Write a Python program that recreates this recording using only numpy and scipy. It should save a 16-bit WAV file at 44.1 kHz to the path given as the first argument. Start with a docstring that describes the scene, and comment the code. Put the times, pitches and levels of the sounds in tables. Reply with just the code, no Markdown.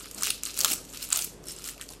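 """A hand-turned pepper mill crushes corns in a kitchen, over room noise and an appliance's hum throughout.
A gritty scrape and a wavering low tone come first, then hard, dry cracks at about 0.2-0.3 s and 0.4-0.7 s;
after a softer spell they return at about 1.1-1.25 s. A lull follows, then weaker cracks, scraping and a squeak.
Bursts of noise for the cracks and a stream of tiny grains for the grit ring the mill's short resonances.
Rubs, squeak and low tone are swells of filtered noise; the hard-walled room answers for a moment."""
import sys
import numpy as np
from scipy import signal
from scipy.fft import rfft, irfft, next_fast_len
from scipy.io import wavfile
from scipy.ndimage import uniform_filter1d, map_coordinates

SR = 44100
rng = np.random.default_rng(int(sys.argv[2]) if len(sys.argv) > 2 else 0)


def to_wav(s):
    """Save 16-bit WAV."""
    ch = np.atleast_2d(s).T  # columns
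    pcm = np.round(np.clip(ch, -1, 1) * 32767)  # PCM
    wavfile.write(sys.argv[1], SR, pcm.astype(np.int16))


def boost_factor(decibels):
    """Convert a level in decibels to a linear amplitude factor."""
    exponent = np.asarray(decibels, float) / 20
    return 10 ** exponent


N = 88200

# the mill's resonances: (frequency [Hz], width [Hz], relative level [dB])
MILL = [(1216, 393, -7), (1402, 480, -7.5), (2780, 1020, -4), (4190, 560, -4), (4750, 226, -8),
        (5110, 485, -5), (7390, 2800, 5), (9380, 1950, 6), (11120, 3700, 2), (12980, 1030, -2.5),
        (14600, 12400, -2)]
BODY_HZ, BRIGHT_HZ = 2000, 6000  # the body lies below the first, the bright voice above the second


def unit(x):
    """Scales a sound to an rms of 1."""
    return x / np.sqrt(np.mean(x ** 2) + 1e-20)


def along(points, hz):
    """Reads a curve of (frequency [Hz], value) points on a log frequency axis."""
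    f, v = np.transpose(points)
    return np.interp(np.log(hz + 1), np.log(f + 1), v)


def wobble(rate):
    """A smooth random curve through `rate` random points a second."""
    knots = rng.standard_normal(int(N * rate / SR) + 4)
    return map_coordinates(knots, [np.arange(N) * rate / SR])


def filtered(x, response):
    """Passes a sound through a filter, given as a function of frequency."""
    m = next_fast_len(N + SR // 2)  # spare room for the filter to ring out
    spectrum = rfft(x, m) * response(np.fft.rfftfreq(m, 1 / SR))
    return irfft(spectrum, m)[..., :N]


def resonance(f, center, width):
    """A band-pass response, like one springy part that vibrates most strongly at its own pitch."""
    return 1j * f * width / (center * center - f * f + 1j * f * width)


def modes(f):
    """The response of each resonance, one row each; neighbours alternate in sign, with a dip above the body."""
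    center, width, db = np.transpose(MILL)[:, :, None]
    sign = (-1.) ** np.arange(len(MILL))[:, None] * np.where(center < BODY_HZ, -1, 1)
    return sign * boost_factor(db) / np.sqrt(width) * resonance(f, center, width)


def cracks():
    """Each splitting corn, a snap and a short noise burst, shakes the mill, most of all near its own pitch."""
    # corns that split, levels before the mill's bass is thinned:
    # (time [s], peak level [dB], body share [dB], favoured pitch [Hz])
    corns = [(0.0381, -45, 9, 4370), (0.1121, -28.5, -10.0, 7950), (0.1463, -27.5, -20, 10060),
             (0.1788, -31.5, -15, 4100), (0.21, -29, 6, 6950), (0.2227, -18.5, 4, 7300),
             (0.2335, -12.5, -1, 6950), (0.2424, -25, -4, 4280), (0.2483, -23.0, -2.0, 7300),
             (0.2701, -17, -4, 2300), (0.2842, -27, -3, 4010), (0.3041, -11, -4.5, 2840),
             (0.345, -32.5, -9.0, 3800), (0.4342, -17.5, -6, 8350), (0.4534, -20, -6, 8000),
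             (0.461, -24.5, 4.5, 3900), (0.5428, -29, -7.0, 5230), (0.5752, -21.5, -1, 5600),
             (0.5872, -22.5, -17.0, 9230), (0.59, -14.5, -16, 9000), (0.6055, -12.5, 1, 4630),
             (0.6117, -14, 2.5, 4400), (0.6347, -20.5, -7.0, 3530), (0.6463, -5, 7.0, 3800),
             (0.65, -15.5, 5, 4470), (0.6573, -17, 0.5, 3550), (0.732, -17.5, -9.0, 8330),
             (0.8505, -37, -12, 6420), (0.9275, -36, -6.0, 7300), (0.9356, -32.5, -1, 7620),
             (0.9585, -34, -7.0, 2790), (0.9726, -27, -16.0, 4420), (1.02, -33, -2, 4500),
             (1.0273, -29, -1, 5700), (1.051, -32, -7.0, 8900), (1.0885, -30.5, -4, 11190),
             (1.1034, -23.5, -1.0, 7460), (1.1249, -16.5, 2.5, 4220), (1.1284, -6.5, -4, 7700),
             (1.1374, -33, 2, 7950), (1.1528, -22, -5.0, 7400), (1.1593, -14.5, -8.0, 7700),
             (1.1716, -17, -7, 3520), (1.174, -17.5, -6, 10400), (1.1903, -18, -5, 3000),
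             (1.222, -19.5, -19, 5100), (1.244, -21, -7.0, 12460), (1.247, -22, -13, 11500),
             (1.4396, -39, -12.0, 5160), (1.4567, -38.0, -13.0, 10500), (1.4696, -33.5, -2, 9700),
             (1.4734, -38, -2.0, 8850), (1.4828, -35, -1, 5230), (1.4845, -27, -6.0, 9600),
             (1.4958, -42, -4, 5230), (1.508, -31, -4.0, 5300), (1.5176, -34, -13, 8480),
             (1.5214, -31.5, -10, 8300), (1.5637, -33, -12, 7960), (1.5866, -33.0, -6.0, 7600),
             (1.6415, -27, -18, 6200), (1.651, -32, -5, 8120), (1.6583, -40, -4, 5630),
             (1.675, -28.5, -1.0, 7400), (1.682, -36, -1, 8100), (1.6947, -29.5, -3, 7600),
             (1.7786, -38, 0.0, 2360), (1.7967, -37, 2, 4340), (1.8118, -26, 2, 3250),
             (1.8237, -36.5, 2, 2380), (1.8389, -39, -3.0, 8850), (1.8891, -32, -8.0, 4600),
             (1.9027, -35, -6.0, 6700), (1.924, -38, -4.0, 6150), (1.9351, -35.5, 1, 3920)]
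    rise_s, t60_s = 0.00015, 0.0158  # the burst's rise and its time to fall by 60 dB
    snap_db, snap_grows = 17, 0.3  # basic snap; extra dB per dB of crack above -20 dB
    favour_db, favour_q = 9, 3.5  # lift of the favoured pitch over the rest, and its sharpness
    scatter_db = 3  # random spread of each resonance's strength
    size = 2048
    out = np.zeros(N + size)
    t = np.arange(size // 2) / SR
    f = np.fft.rfftfreq(size, 1 / SR)
    shape = (1 - np.exp(-t / rise_s)) * boost_factor(-60 * t / t60_s)
    snap = boost_factor(snap_db) * (np.arange(len(t)) == shape.argmax())  # one sample at the burst's top
    low = np.transpose(MILL)[0][:, None] < BODY_HZ
    for s, db, body_db, hz in corns:
        favour = boost_factor(-favour_db) + resonance(f, hz, hz / favour_q)
        scatter = boost_factor(scatter_db * rng.standard_normal((len(MILL), 1)))
        gains = scatter * np.where(low, boost_factor(body_db), favour)
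        burst = shape * rng.standard_normal(len(t))
        sharp_snap = snap * boost_factor(snap_grows * max(db + 20, 0))
        mill_response = (gains * modes(f)).sum(axis=0)
        hit = irfft(rfft(burst + sharp_snap, size) * mill_response, size)
        peak = np.sqrt(2 * uniform_filter1d(hit ** 2, size=44).max())  # from the strongest 1 ms
        out[round(s * SR):][:len(hit)] += boost_factor(db) * hit / peak
    return out[:N]


def voicing(body_db, dull_db):
    """Boosts the body; dullness [dB] lifts the middle voice by half and lowers the bright voice by half."""
    hz = np.transpose(MILL)[0][:, None]
    upper_db = np.where(hz < BRIGHT_HZ, dull_db, -dull_db) / 2
    return np.where(hz < BODY_HZ, body_db, upper_db)


def ring(drive):
    """Each row of drive shakes its own resonance; the results add up."""
    return filtered(drive, modes).sum(axis=0)


def grit():
    """Fragments crumble in clumps of tiny grains over a smooth scrape, following the twist."""
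    # twisting hand, levels before voicing and bass thinning:
    # (time [s], grit level [dB], body boost [dB], dullness [dB])
    twist = [(0, -45.5, 4.5, -3), (0.048, -42.5, 7.5, 8.5), (0.091, -52.5, -1, 2), (0.181, -43.5, 3, 1.5),
             (0.241, -28.5, 4, 7.5), (.3, -32.5, -24, 6.5), (.33, -40.5, -19, 3.5), (.42, -52, 6, 10),
             (.44, -44.5, 4, 11), (.48, -37, 6, 6), (0.529, -46.5, -3, 8), (0.592, -32.5, -5.5, 1),
             (.66, -34.5, 5, 5.5), (0.732, -25, -10, -2.5), (0.763, -44, 9, 0.5), (0.849, -54.5, -5, 0),
             (.92, -48, -3, 2), (0.948, -40.5, 6, 6), (0.998, -45.5, -1, 6.5), (1.029, -33.5, -11, -0.5),
             (1.089, -49.5, -5, 5), (1.136, -32, 9.5, 5), (1.248, -33.5, -31, 1), (1.282, -47, -4, 1.5),
             (1.42, -68, 3, -2), (1.491, -39, -5, 5), (1.53, -43, -8, -0.5), (1.56, -48.5, 2, 10),
             (1.63, -42.5, 5, 3), (1.693, -35, -4.5, 1), (1.74, -51, 4, 6.5), (1.8, -58, -4, 6),
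             (1.816, -42, -5, 2), (1.871, -60.5, -16, -2), (1.921, -48.5, -3, 2), (2.0, -60.5, 17, 6)]
    grains_per_s, grain_t60_s = 1200, 0.003
    spread_db, biggest = 6, 2.2  # spread of grain sizes, and the largest size in spreads
    scrape_db, clump_db = -3, 1.5  # scrape against grains; strength of the clumping
    colour_drift_db, sheen_db = 2.16, 1.5  # fine grit favours the two highest resonances
    s, *columns = np.transpose(twist)
    level_db, body_db, dull_db = [np.interp(np.arange(N) / SR, s, c) for c in columns]
    starts = rng.random(N) < grains_per_s / SR
    sizes = starts * boost_factor(spread_db * np.minimum(rng.exponential(size=N), biggest))
    t = np.arange(400) / SR
    grains = signal.fftconvolve(sizes, boost_factor(-60 * t / grain_t60_s))[:N]
    force = unit(grains) + boost_factor(scrape_db)
    colour_db = [colour_drift_db * wobble(90) + sheen_db * (hz > MILL[-3][0]) for hz, *_ in MILL]
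    drive = force * boost_factor(colour_db) * rng.standard_normal(N)
    rms = np.std(ring(drive))
    motion_db = level_db + clump_db * wobble(70.04) + voicing(body_db, dull_db)
    return ring(drive * boost_factor(motion_db)) / rms


def noise_swells():
    """Uneven swells of noise, each around one pitch: the hand's rubs and shifts, a squeak near 5400 Hz,
    and a wavering low tone near 205 Hz, perhaps an appliance."""
    # (time [s], length [s], level [dB], pitch [Hz], width [Hz])
    pitched_noises = [(0.143, 0.084, -52, 720, 910), (0.138, 0.15, -51.5, 205, 52),
                      (0.262, 0.047, -48.5, 440, 560), (0.592, 0.088, -47.5, 550, 650),
                      (0.687, 0.053, -42.5, 283, 175), (0.69, 0.057, -48, 730, 440),
                      (1.465, .07, -45, 5400, 320), (1.9, 0.024, -52, 750, 640),
                      (1.76, 0.02, -53.5, 628, 250), (1.095, 0.13, -51, 837, 500),
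                      (1.803, 0.033, -49.5, 1775, 570)]
    rough_db = 2  # unevenness
    t = np.arange(N) / SR
    out = np.zeros(N)
    for s, length, db, center, width in pitched_noises:
        # filtering twice narrows the noise around its pitch
        tone = filtered(rng.standard_normal(N), lambda f: resonance(f, center, width) ** 2)
        swell = np.sqrt(np.sin(np.pi * np.clip((t - s) / length, 0, 1)) + 1e-12)
        uneven = boost_factor(rough_db * wobble(center / 30))
        out += boost_factor(db) * unit(tone * swell * uneven) * np.std(swell)
    return out


def kitchen(x):
    """Hard walls answer with a fading noise tail, drawn anew for each tenth of a second of sound."""
    # how long the room rings: (frequency [Hz], time to fall by 60 dB [s])
    decay = [(300, 0.42), (1500, 0.22), (5000, 0.39), (14000, 0.19)]
    first_wall_s = 0.0043  # delay of the first answer
    out = np.zeros(N + SR)
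    step = SR // 10
    for a in range(0, N, step):
        hz, t, z = signal.stft(rng.standard_normal(SR // 2), SR, nperseg=256)
        fade = boost_factor(-60 * t / along(decay, hz)[:, None])
        tail = signal.istft(z * fade, SR, nperseg=256)[1]
        wet = signal.fftconvolve(x[a:a + step], tail / np.linalg.norm(tail))
        out[a + round(first_wall_s * SR):][:len(wet)] += wet
    return out[:N]


def background():
    """An appliance hums in gently wavering sine tones over gently wavering, coloured room noise."""
    # hum tones: (frequency [Hz], average level [dB rms])
    hum_tones = [(46.75, -57), (265, -63), (297, -66)]
    # colour of the room noise: (frequency [Hz], relative level [dB])
    air_colour = [(15, -36), (25, -11), (172, -5.5), (286, -8.5), (335, -7), (404, -5.5), (749, -17),
                  (952, -18.5), (1090, -20.5), (11800, -39.5), (15000, -56)]
    air_db = -53  # average level of the room noise
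    t = np.arange(N) / SR
    hum = np.zeros(N)
    for hz, db in hum_tones:
        level = np.sqrt(2) * boost_factor(db + 0.5 * wobble(4.2))
        hum += level * np.sin(2 * np.pi * (hz * t + rng.random()))
    air = unit(filtered(rng.standard_normal(N), lambda hz: boost_factor(along(air_colour, hz))))
    return hum + boost_factor(air_db + 1.2 * wobble(4.2)) * air


def scene():
    """Mill, noise swells, room and background add up at one microphone."""
    thin_hz, wet_db = 664, -11.5  # the small mill radiates little bass; level of the room's answer
    crushing = filtered(cracks() + grit(), lambda f: (1j * f / (thin_hz + 1j * f)) ** 2)
    direct = crushing + noise_swells()
    return (direct + boost_factor(wet_db) * kitchen(direct) + background())[None]


def band_limit(x):
    """A steep low-pass at the top of the band."""
    return signal.sosfilt(signal.butter(12, 16650, fs=SR, output="sos"), x)


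def record(dry):
    """Cuts the highest treble; the top bands fall silent moment by moment whenever they are faint; loud peaks
    are rounded off."""
    # all above an edge is muted while the 750 Hz just over it are faint: (edge [Hz], threshold [dB])
    mute_edges = [(13700, -79), (14450, -63), (15200, -56)]
    top_hz, ceiling = 15900, 0.95
    hz, _, z = signal.stft(dry, SR, nperseg=1024)
    z = z * (hz < top_hz)[:, None]
    for low, db in mute_edges:
        above = (hz >= low)[:, None]
        band = above & (hz < low + 750)[:, None]
        strength = np.sqrt((abs(z * band) ** 2).sum(axis=1, keepdims=True))
        z = z * ~(above & (strength < boost_factor(db)))
    x = signal.istft(z, SR, nperseg=1024)[1][:, :N]
    mix = x / (1 + abs(x / ceiling) ** 6) ** (1 / 6)  # soft ceiling
    return band_limit(mix)


dry = scene()
out = record(dry)
to_wav(out)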